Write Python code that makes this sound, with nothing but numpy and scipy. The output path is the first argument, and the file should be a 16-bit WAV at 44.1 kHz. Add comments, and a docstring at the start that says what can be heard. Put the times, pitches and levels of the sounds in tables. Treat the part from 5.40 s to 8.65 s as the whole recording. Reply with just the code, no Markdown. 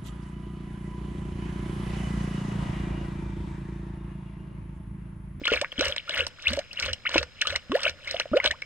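"""Coolant glugs from a plastic jug into a part-filled plastic funnel, about three surges a second.
Each surge splashes as swarms of tiny bubbles and a noise wash; larger trapped bubbles ring with moving pitch.
Bursts crack and spray, and large air pockets plop and climb in pitch; the funnel's hollow colours all of these.
A low rumble, ticking droplets and echoes join them, over a faint hiss and a thin steady whine."""
import sys
import numpy as np
from scipy import signal
from scipy.fft import rfft, irfft, next_fast_len
from scipy.io import wavfile

SR = 44100
rng = np.random.default_rng(int(sys.argv[2]) if len(sys.argv) > 2 else 0)


def pcm_store(signal):
    """Save signal as 16-bit PCM."""
    levels = np.round(np.clip(np.atleast_2d(signal), -1, 1) * 32767)
    wavfile.write(sys.argv[1], SR, levels.astype(np.int16).T)


N = 143325
TIME = np.arange(N) / SR


def from_db(db):
    """Turn decibels into an amplitude factor."""
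    return 10 ** (np.asarray(db) / 20)


def rms_one(x):
    """Scale a sound to unit average power."""
    return x / np.sqrt(np.mean(x ** 2) + 1e-20)


def at_hz(points, hz, axis=1):
    """Read a table column between its points, along a logarithmic pitch axis."""
    points = np.array(points)
    return np.interp(np.log(np.maximum(hz, 1)), np.log(points[:, 0]), points[:, axis])


def coloured(x, spectrum):
    """Make some pitches of a sound stronger and others weaker, along a smooth curve."""
    size = next_fast_len(x.shape[-1])
    gain = from_db(at_hz(spectrum, np.fft.rfftfreq(size, 1 / SR)))
    return irfft(rfft(x, size) * gain, size)[..., :x.shape[-1]]


def noise(spectrum):
    """Make coloured noise of unit power."""
    return rms_one(coloured(rng.standard_normal(N), spectrum))


def add(track, s, sound):
    """Mix a sound into a track at a time in seconds."""
    start = int(np.clip(s * SR, 0, N - 1))
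    track[start:start + len(sound)] += sound[:N - start]


# Faint air noise behind the pour: (frequency [Hz], relative level [dB per Hz])
AIR = [(25, 8), (110, 9), (310, -2), (540, -11), (800, -11), (1450, -4), (2900, -8), (4200, -10.5),
       (7600, -18.5), (9500, -35), (13000, -35), (16000, -63)]
AIR_DB, AIR_SIDE_DB = -56, -3.5   # side: the part with opposite sign left and right, relative to the rest
WHINE_HZ, WHINE_DB = 5095, -61.5


def background():
    """Quiet outdoor air is coloured stereo noise; the thin whine is one steady sine."""
    side = from_db(AIR_SIDE_DB) * noise(AIR) * np.array([[1], [-1]])
    air = noise(AIR) + side
    whine = np.sin(2 * np.pi * WHINE_HZ * TIME)
    return from_db(AIR_DB) * air + from_db(WHINE_DB) * whine


# Surges hitting the pool:
# (peak time [s], splash level [dB], rise scale [s], fall scale [s], rumble level [dB])
SURGES = [(0.136, -29.5, 0.029, 0.042, -41), (0.451, -31, 0.043, 0.052, -42),
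          (0.785, -31, 0.053, 0.041, -43), (1.101, -37, 0.052, 0.065, -40),
          (1.457, -34, 0.057, 0.043, -38.5), (1.767, -30, 0.043, 0.032, -39),
          (2.107, -36, 0.053, 0.042, -45.5), (2.469, -33, 0.066, 0.024, -47),
          (2.726, -40.5, 0.065, 0.073, -53.5), (3.057, -28, 0.016, 0.022, -45.5)]
TRICKLE_DB = -59.5   # the thin stream between surges
GLUG_SPLASH_DB, GLUG_SPLASH_S = -12, 0.0095   # small bubbles shed as a pocket surfaces


def flow():
    """The splash strength adds a steady trickle, the surges and a burst from each surfacing air pocket."""
    strength = from_db(TRICKLE_DB)
    for s, db, rise, fall, _ in SURGES:
        distance = np.abs((TIME - s) / np.where(TIME < s, rise, fall))
        strength = strength + from_db(db) * np.exp(-distance ** 1.71 / 1.17)
    for s, _, _, _, db, swell in GLUGS:
        shed = np.exp(-np.abs(TIME - s - swell) / GLUG_SPLASH_S)
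        strength = strength + from_db(db + GLUG_SPLASH_DB) * shed
    return strength


BUBBLE_ONSET = 0.47   # share of full strength at the moment of trapping
BUBBLE_FADE = 1.35   # above 1, the fade starts gently and then steepens


def bubble(hz, rise, swell, decay):
    """Trapped air rings with gliding pitch (octaves/s), swells, then dies; a far climb weakens it too."""
    t = np.arange(int((swell + 6 * decay) * SR) + 2) / SR
    pitch = hz * 2 ** np.minimum(rise * t, 4)   # at most four octaves up
    growing = BUBBLE_ONSET + (1 - BUBBLE_ONSET) * t / swell
    dying = np.exp(-(np.maximum(t - swell, 0) / decay) ** BUBBLE_FADE)
    level = np.where(t < swell, growing, dying)
    surfacing = 1 / (1 + (pitch / min(hz * 4, hz + 2600)) ** 6)
    return level * surfacing * np.sin(2 * np.pi * np.cumsum(pitch) / SR)


# Strength of the tiny bubbles by pitch: (starting pitch [Hz], relative level [dB])
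FIZZ = [(300, -16.5), (500, 0), (900, -6.5), (1500, 8.5), (3000, 5.5), (4500, 4.5), (7000, 1), (9500, -6),
        (14000, -6)]
FIZZ_PER_S, FIZZ_DB, FIZZ_SPREAD_DB = 1800, -3, 2.4   # spread: unevenness of bubble strength
FIZZ_CYCLES, FIZZ_RISE = 6, 0.16   # sets the decay; rise in octaves per decay time
# Smooth part of the splash: (frequency [Hz], relative level [dB per Hz])
WASH = [(100, 9), (300, 0.5), (1000, 5), (3000, -5.5), (6000, -9), (9000, -19.5), (16000, -34)]
WASH_DB = -16


def splash():
    """Swarms of tiny ringing bubbles and a smooth noise wash swell with the flow."""
    fizz = np.zeros(N)
    for when, pitch, size, sign in rng.random((int(FIZZ_PER_S * N / SR), 4)):
        hz = 350 * 40 ** (pitch ** 0.7)
        decay = FIZZ_CYCLES / (hz + 1500)
        db = at_hz(FIZZ, hz) + FIZZ_SPREAD_DB * min(-np.log(1 - size), 3.5)
        ring = bubble(hz, FIZZ_RISE / decay, 1 / hz, decay)
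        add(fizz, when * N / SR, np.sign(sign - 0.5) * from_db(db) * ring)
    return flow() * (from_db(FIZZ_DB) * rms_one(fizz) + from_db(WASH_DB) * noise(WASH))


BURBLE_PER_S, BURBLE_HZ, BURBLE_DB, BURBLE_DECAY_S = 120, 561, -15, 0.0047
BURBLE_LINGER_S = 0.025   # how slowly the churning follows the flow


def burble():
    """Mid-sized churned bubbles ring near the funnel's lowest resonance and outlast each surge a little."""
    out = np.zeros(N)
    for when, pitch, size in rng.random((int(BURBLE_PER_S * N / SR), 3)):
        hz = BURBLE_HZ * 2 ** (pitch - 0.5)
        add(out, when * N / SR, size * bubble(hz, 12.5, 1 / BURBLE_HZ, BURBLE_DECAY_S))
    keep = np.exp(-1 / (BURBLE_LINGER_S * SR))
    churning = signal.lfilter([1 - keep], [1, -keep], flow())
    return from_db(BURBLE_DB) * rms_one(out) * churning


# Low shaking of the funnel: (frequency [Hz], relative level [dB per Hz])
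RUMBLE = [(20, -14), (60, -6), (86, 7), (100, -3), (125, -4), (165, -14), (300, -19), (700, -60)]
RUMBLE_LAG_S, RUMBLE_WIDTH_S = 0.018, 0.037


def rumble():
    """The weight of each surge shakes the funnel: low noise swells just after the splash peak."""
    strength = np.zeros(N)
    for s, _, _, _, db in SURGES:
        distance = (TIME - s - RUMBLE_LAG_S) / RUMBLE_WIDTH_S
        strength += from_db(db) * np.exp(-0.5 * distance ** 2)
    return noise(RUMBLE) * strength


SPAT_DECAY_S = 0.0009


def spat(hz):
    """A drop ticks on plastic: a dying noise burst through a resonance, its grain differing left and right."""
    t = TIME[:SR // 100]
    burst = rng.standard_normal((2, len(t))) * np.exp(-t / SPAT_DECAY_S)
    tick = signal.lfilter(*signal.iirpeak(hz, 2, fs=SR), burst)
    return tick / np.abs(tick).max()


# Strong drops that hit the bare plastic: (time [s], pitch [Hz], level [dB])
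SPATS = [(0.078, 10000, -35), (0.324, 11000, -35), (0.467, 12500, -35), (0.782, 12500, -33),
         (0.881, 9000, -31), (1.33, 11000, -36), (2.718, 13000, -33)]
MIST_PER_S, MIST_DB, MIST_SPREAD_DB = 130, -57, 8   # spread: unevenness of droplet strength
MIST_FOLLOWS = 1.05   # power of the flow that shapes the fine droplets


def mist():
    """Droplets tick on the funnel wall: many uneven fine ones follow the flow, plus a few strong ones."""
    fine, strong = np.zeros((2, N)), np.zeros((2, N))
    for when, pitch, size in rng.random((int(MIST_PER_S * N / SR), 3)):
        level = from_db(MIST_SPREAD_DB * min(-np.log(1 - size), 3))
        for channel, sound in zip(fine, spat(4500 * 2.8 ** pitch)):
            add(channel, when * N / SR, level * sound)
    for s, hz, db in SPATS:
        for channel, sound in zip(strong, spat(hz)):
            add(channel, s, from_db(db) * sound)
    return from_db(MIST_DB) * rms_one(fine * flow() ** MIST_FOLLOWS) + strong


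WOBBLE_DB, WOBBLE_HZ = 3, 96   # typical swing in strength; upper limit of its speed


def wobble():
    """Large bubbles deform restlessly; slow noise of unit power stands for this."""
    slow = signal.butter(2, WOBBLE_HZ, fs=SR, output="sos")
    return rms_one(signal.sosfilt(slow, rng.standard_normal(N)))


# Distinct trapped air bubbles: (time [s], starting pitch [Hz], rise [octaves/s],
# relative level [dB], swell [s], decay [s])
BUBBLES = [(0.0159, 286, 13, -24, 0.0001, 0.0035), (0.0365, 2080, 81, -35.5, 0.011, 0.00094),
           (0.052, 2920, 59, -30, 0.0032, 0.0045), (0.0528, 2207, -20, -26.5, 0.0045, 0.0011),
           (0.0665, 2000, 92, -26, 0.006, 0.0022), (0.0815, 1358, 4.5, -31.5, 0.00057, 0.018),
           (0.1184, 428, 7.5, -15, 0.00073, 0.01), (0.1181, 2020, 18, -29, 0.0012, 0.0027),
           (0.1724, 2290, 5, -26, 0.0017, 0.002), (0.217, 489, 45.5, -29, 0.0019, 0.027),
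           (0.246, 1970, 31, -20.5, 0.00073, 0.00051), (0.3188, 3100, 33, -40.5, 0.0012, 0.0019),
           (0.3795, 3150, 6, -34.5, 0.0023, 0.00081), (0.3945, 2630, 127, -24.5, 0.0036, 0.0011),
           (0.4082, 1470, 13, -25.5, 0.00082, 0.0032), (0.495, 552, 6, -35.5, 0.00071, 0.01),
           (0.523, 3160, 45, -27, 0.0019, 0.00042), (0.5758, 1990, 72, -29.5, 0.00079, 0.00062),
           (0.5816, 3320, 110, -21.5, 0.00074, 0.00017), (0.5942, 2130, 62, -42, 0.0025, 0.0084),
           (0.6775, 1275, 15, -39.5, 0.00052, 0.068), (0.6926, 637, -3, -35.5, 0.0075, 0.0031),
           (0.693, 3170, 107, -29, 0.001, 0.0045), (0.7064, 2880, 69, -32.5, 0.0026, 0.0065),
           (0.795, 518, 5, -36, 0.0024, 0.01), (0.7946, 1480, 24, -30.5, 0.0017, 0.0033),
           (0.803, 2174, 81, -22, 0.0049, 0.00056), (0.8195, 480, -2, -31.5, 0.0025, 0.0055),
           (0.9859, 1215, 91.5, -43.5, 0.0011, 0.011), (1.0573, 1983, 28, -33, 0.00028, 0.055),
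           (1.0694, 2420, 51, -20.5, 0.0026, 0.0017), (1.0809, 3380, 22, -25.5, 0.004, 0.0004),
           (1.1036, 1250, 87, -30.5, 0.0016, 0.0035), (1.103, 202, 11.5, -32, 0.0074, 0.026),
           (1.129, 590, -2, -35, 0.0078, 0.0052), (1.174, 584, 16, -19.5, 0.00065, 0.0015),
           (1.181, 515, 26.5, -29, 0.0094, 0.0081), (1.3099, 2410, 45, -50.5, 0.0012, 0.0096),
           (1.3704, 2640, 27, -37.5, 0.005, 0.0014), (1.3933, 2400, 107, -23, 0.00021, 0.0007),
           (1.4265, 1980, 81, -24.5, 0.00051, 0.0042), (1.481, 518, 5, -40.5, 0.002, 0.012),
           (1.5336, 2950, 21, -31, 0.0019, 0.00067), (1.654, 1092, 68.5, -28, 0.0224, 0.0006),
           (1.6527, 1980, 71, -33.5, 0.0013, 0.009), (1.6896, 1040, -9, -34, 0.0021, 0.0071),
           (1.756, 322, 2.5, -19.5, 0.0012, 0.013), (1.7575, 674, 10, -17, 0.00079, 0.0022),
           (1.758, 990, 6, -24.5, 0.0013, 0.0055), (1.7791, 2450, 40, -21, 0.0012, 0.0025),
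           (1.803, 396, 38, -37.5, 0.01, 0.0059), (1.83, 477, 6, -39.5, 0.0042, 0.004),
           (1.981, 1680, 74, -54, 0.014, 0.0072), (2.0108, 2338, 70.5, -26.5, 0.00036, 0.01),
           (2.018, 2190, 77, -28, 0.0005, 0.0052), (2.022, 1720, 8, -20, 0.0011, 0.0011),
           (2.052, 1185, 17, -28.5, 0.00056, 0.0095), (2.075, 2977, 16, -34.5, 0.0012, 0.011),
           (2.1222, 512, 21, -38, 0.0018, 0.034), (2.155, 1900, 40, -29, 0.001, 0.008),
           (2.3178, 1060, 12, -24.5, 0.00013, 0.0063), (2.352, 1736, 28, -22, 0.00032, 0.0037),
           (2.453, 2450, 64, -24.5, 0.0026, 0.00036), (2.461, 608, 11.5, -26.5, 0.00072, 0.0088),
           (2.467, 1514, -2, -25, 0.00027, 0.005), (2.4783, 2370, 11, -23.5, 0.0024, 0.0012),
           (2.674, 2000, 30, -30, 0.00077, 0.009), (2.743, 636, 10, -29, 0.0025, 0.012),
           (2.7665, 2620, 211, -33, 0.0013, 0.00087), (2.8017, 1247, 66.5, -32, 0.0053, 0.013),
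           (2.856, 613, 33, -27, 0.0017, 0.0027), (2.933, 595, 2, -23.5, 0.0097, 0.0049),
           (2.9324, 1185, 29.5, -31, 0.0051, 0.0044), (3.0008, 2070, 2, -20, 0.0029, 0.0011),
           (3.0393, 1667, -14, -22.5, 0.0022, 0.0029), (3.0496, 560, 12, -15, 0.0017, 0.00042),
           (3.0561, 2980, 85, -26.5, 0.0014, 0.0065), (3.0599, 1570, -2, -24, 0.0027, 0.0032),
           (3.067, 622, -4.5, -30, 0.0012, 0.011), (3.071, 2346, 123.5, -25.5, 0.0065, 0.00046),
           (3.1078, 1716, 28, -25.5, 0.0017, 0.0091), (3.119, 560, 37, -41, 0.005, 0.022),
           (3.2225, 2180, 5, -27.5, 0.00044, 0.0022)]
BUBBLE_DB = 1.5   # added to every level


def gurgles():
    """Distinct bubbles ring with gliding pitch and waver in strength as they deform."""
    out = np.zeros(N)
    for s, hz, rise, db, swell, decay in BUBBLES:
        add(out, s, from_db(db + BUBBLE_DB) * bubble(hz, rise, swell, decay))
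    return out * from_db(WOBBLE_DB * wobble())


# Bubbles bursting and drops slapping: (time [s], relative spray level [dB], relative body level [dB])
POPS = [(0.0549, -28.5, -28), (0.078, -28, -20.5), (0.1343, -40, -20.5), (0.2132, -21.5, -23.5),
        (0.3241, -50, -35), (0.392, -27, -27.5), (0.409, -19, -24.5), (0.4543, -23, -48),
        (0.4824, -26.5, -51), (0.5626, -28, -28), (0.6938, -30.5, -29), (0.8663, -22.5, -29.5),
        (1.0224, -35.5, -57), (1.0807, -27, -52), (1.1323, -23, -58), (1.167, -32, -36),
        (1.1907, -26.5, -31.5), (1.33, -34, -45.5), (1.398, -21.5, -50), (1.424, -26.5, -46),
        (1.4605, -27.5, -29), (1.5314, -22.5, -37.5), (1.691, -29.5, -32), (1.742, -29.5, -22),
        (1.7798, -16.5, -24.5), (1.829, -29.5, -26), (2.0139, -18, -34), (2.0704, -20.5, -27.5),
        (2.1592, -20, -25.5), (2.3185, -64, -25.5), (2.4039, -36.5, -39), (2.432, -21.5, -45),
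        (2.4947, -26, -32), (2.6749, -36, -43), (2.7104, -23, -59), (2.798, -21.5, -22),
        (2.9713, -36, -24.5), (3.042, -26.5, -23), (3.0597, -23, -22), (3.111, -23.5, -28),
        (3.219, -37.5, -37)]
POP_BODY_DB, POP_SPRAY_DB = -2, -4.5   # added to every level
POP_SCALE_S = 0.0018   # sets the length of each crack


def pops():
    """Each burst is a brief, grainy noise crack, split into a dull body and a bright spray."""
    out, t = np.zeros(N), TIME[:SR // 40]
    body = signal.butter(2, [300, 2550], "band", fs=SR, output="sos")
    spray = signal.butter(2, [3800, 6980], "band", fs=SR, output="sos")
    for s, spray_db, body_db in POPS:
        grain = rng.standard_normal((2, len(t))) ** 3   # cubing makes a few grains stand out
        crack = grain * t * np.exp(-1.6 * t / POP_SCALE_S)
        levels = (body_db + POP_BODY_DB, spray_db + POP_SPRAY_DB)
        for band, burst, db in zip((body, spray), crack, levels):
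            sound = signal.sosfilt(band, burst)
            strength = np.sqrt(np.sum(sound ** 2) / (POP_SCALE_S * SR))
            add(out, s, from_db(db) * sound / strength)
    return out


# Large air pockets that rise through the pool: (time [s], starting pitch [Hz], rise [octaves/s],
# starting level [dB], level at the end of the swell [dB], swell [s])
GLUGS = [(0.385, 220.8, 39.7, -26, -29, 0.039), (2.297, 190.9, 27.7, -29, -19.5, 0.06),
         (2.916, 198.4, 27.2, -25.5, -18.5, 0.054)]
GLUG_DECAY_S, GLUG_TAIL_DB, GLUG_TAIL_S = 0.012, -9, 0.023
GLUG_WAVER = 0.04   # typical share by which the pitch strays
PLOP_DB, PLOP_S = 2.5, 0.00062   # relative to the starting level; time of the pulse's peak


def glugs():
    """A pocket closes with one low pulse, climbs unsteadily in pitch, then collapses to a thin tail."""
    out, t = np.zeros(N), TIME[:SR // 8]
    for s, hz, rise, start_db, peak_db, swell in GLUGS:
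        pitch = hz * 2 ** (rise * t) * (1 + GLUG_WAVER * wobble()[-len(t):])
        after = np.maximum(t - swell, 0)
        growing = from_db(np.interp(t, [0, swell], [start_db, peak_db]))
        tail = from_db(GLUG_TAIL_DB) * np.exp(-after / GLUG_TAIL_S)
        level = growing * np.maximum(np.exp(-after / GLUG_DECAY_S), tail)
        ending = 1 - (t / t[-1]) ** 10   # reaches silence without a click
        plop = from_db(start_db + PLOP_DB) * t / PLOP_S * np.exp(-t / PLOP_S)
        add(out, s, level * np.sin(2 * np.pi * np.cumsum(pitch) / SR) * ending + plop)
    return out


# Resonances of the funnel's hollow: (frequency [Hz], sharpness Q, gain [dB])
FUNNEL = [(516, 3.0, 14.5), (813, 7.5, -7), (1431.5, 30, 6), (2288, 18, 5), (2886, 5.04, 9),
          (5450, 10.3, 8), (7830, 11.9, 8), (12300, 4, -1)]


def funnel(x):
    """The hollow above the pool strengthens or weakens sound around its resonances."""
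    for hz, q, db in FUNNEL:
        w, gain = 2 * np.pi * hz / SR, from_db(db / 2)
        width, centre = np.sin(w) / (2 * q), -2 * np.cos(w)
        above = [1 + width * gain, centre, 1 - width * gain]
        below = [1 + width / gain, centre, 1 - width / gain]
        x = signal.lfilter(above, below, x)
    return x


BAY_T60_S, BAY_DB, BAY_DELAY_S = 0.052, -10.5, 0.001857   # T60: time to die away by 60 dB
YARD_T60_S, YARD_DB = 0.21, -33.5   # faint longer echo of the surroundings


def reflections(x, colour):
    """A short scatter from the engine bay and a faint longer echo: dying noise smears the sound."""
    t = TIME[:SR // 2]
    tail = 0
    for t60, db in ((BAY_T60_S, BAY_DB), (YARD_T60_S, YARD_DB)):
        dying = from_db(-60 * t / t60) * (t > BAY_DELAY_S)
        tail = tail + from_db(db) * dying / np.sqrt(np.sum(dying ** 2))
    echo = tail * coloured(rng.standard_normal(len(t)), colour)
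    return signal.fftconvolve(x, echo)[:N]


# The two microphone ports: (frequency [Hz], left gain [dB], right gain [dB], left phase lag [rad])
PORTS = [(61, -1, -0.5, 0.5), (483, -6.5, -6, 0), (1260, 0.5, 1.5, 0.41), (2050, 3, 2.5, 0.74),
         (3510, 6, 0.2, 1.52), (3953, 10, 12.5, 3.5), (4595, 1, 2.5, 1.5), (5840, -6, 0, 4),
         (7260, -19, -2, 5), (8760, -24.5, 0, -0.3), (9600, -11, -4.5, 0.5), (12000, -12, -4, 5),
         (16000, -18, -21, -1)]


def ports(pair):
    """Each microphone port colours the sound its own way; the left one also shifts its phase."""
    size = next_fast_len(N + SR // 10)
    hz = np.fft.rfftfreq(size, 1 / SR)
    left = from_db(at_hz(PORTS, hz, axis=1)) * np.exp(-1j * at_hz(PORTS, hz, axis=3))
    right = from_db(at_hz(PORTS, hz, axis=2))
    return irfft(rfft(pair, size) * np.array([left, right]), size)[:, :N]


# Colour of the reflections that reach both ports alike: (frequency [Hz], relative level [dB])
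BAY = [(100, 11), (600, -0.5), (1500, 1), (3000, -2.5), (7000, -17.5)]
# Reflections that differ at each port: (frequency [Hz], relative left level [dB], relative right level [dB])
SCATTER = [(686, -12.5, -8), (1480, -9, -4), (2940, -8, 1), (4100, 2.5, -2.5), (8350, -15, -2.5),
           (13000, -6.5, 3)]


def scene():
    """The pour is heard through the funnel from close above, with its rumble, droplets and reflections."""
    pour = funnel(gurgles() + glugs() + pops() + splash() + burble()) + rumble()
    scatter = np.array([reflections(pour, np.array(SCATTER)[:, [0, side]]) for side in (1, 2)])
    return ports(pour + reflections(pour, BAY) + mist()) + scatter + background()


def record(dry):
    """A steep filter removes the very top: at least 60 dB down from 16600 Hz upward."""
    return signal.sosfilt(signal.cheby2(12, 60, 16600, fs=SR, output="sos"), dry)


dry = scene()
out = record(dry)
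pcm_store(out)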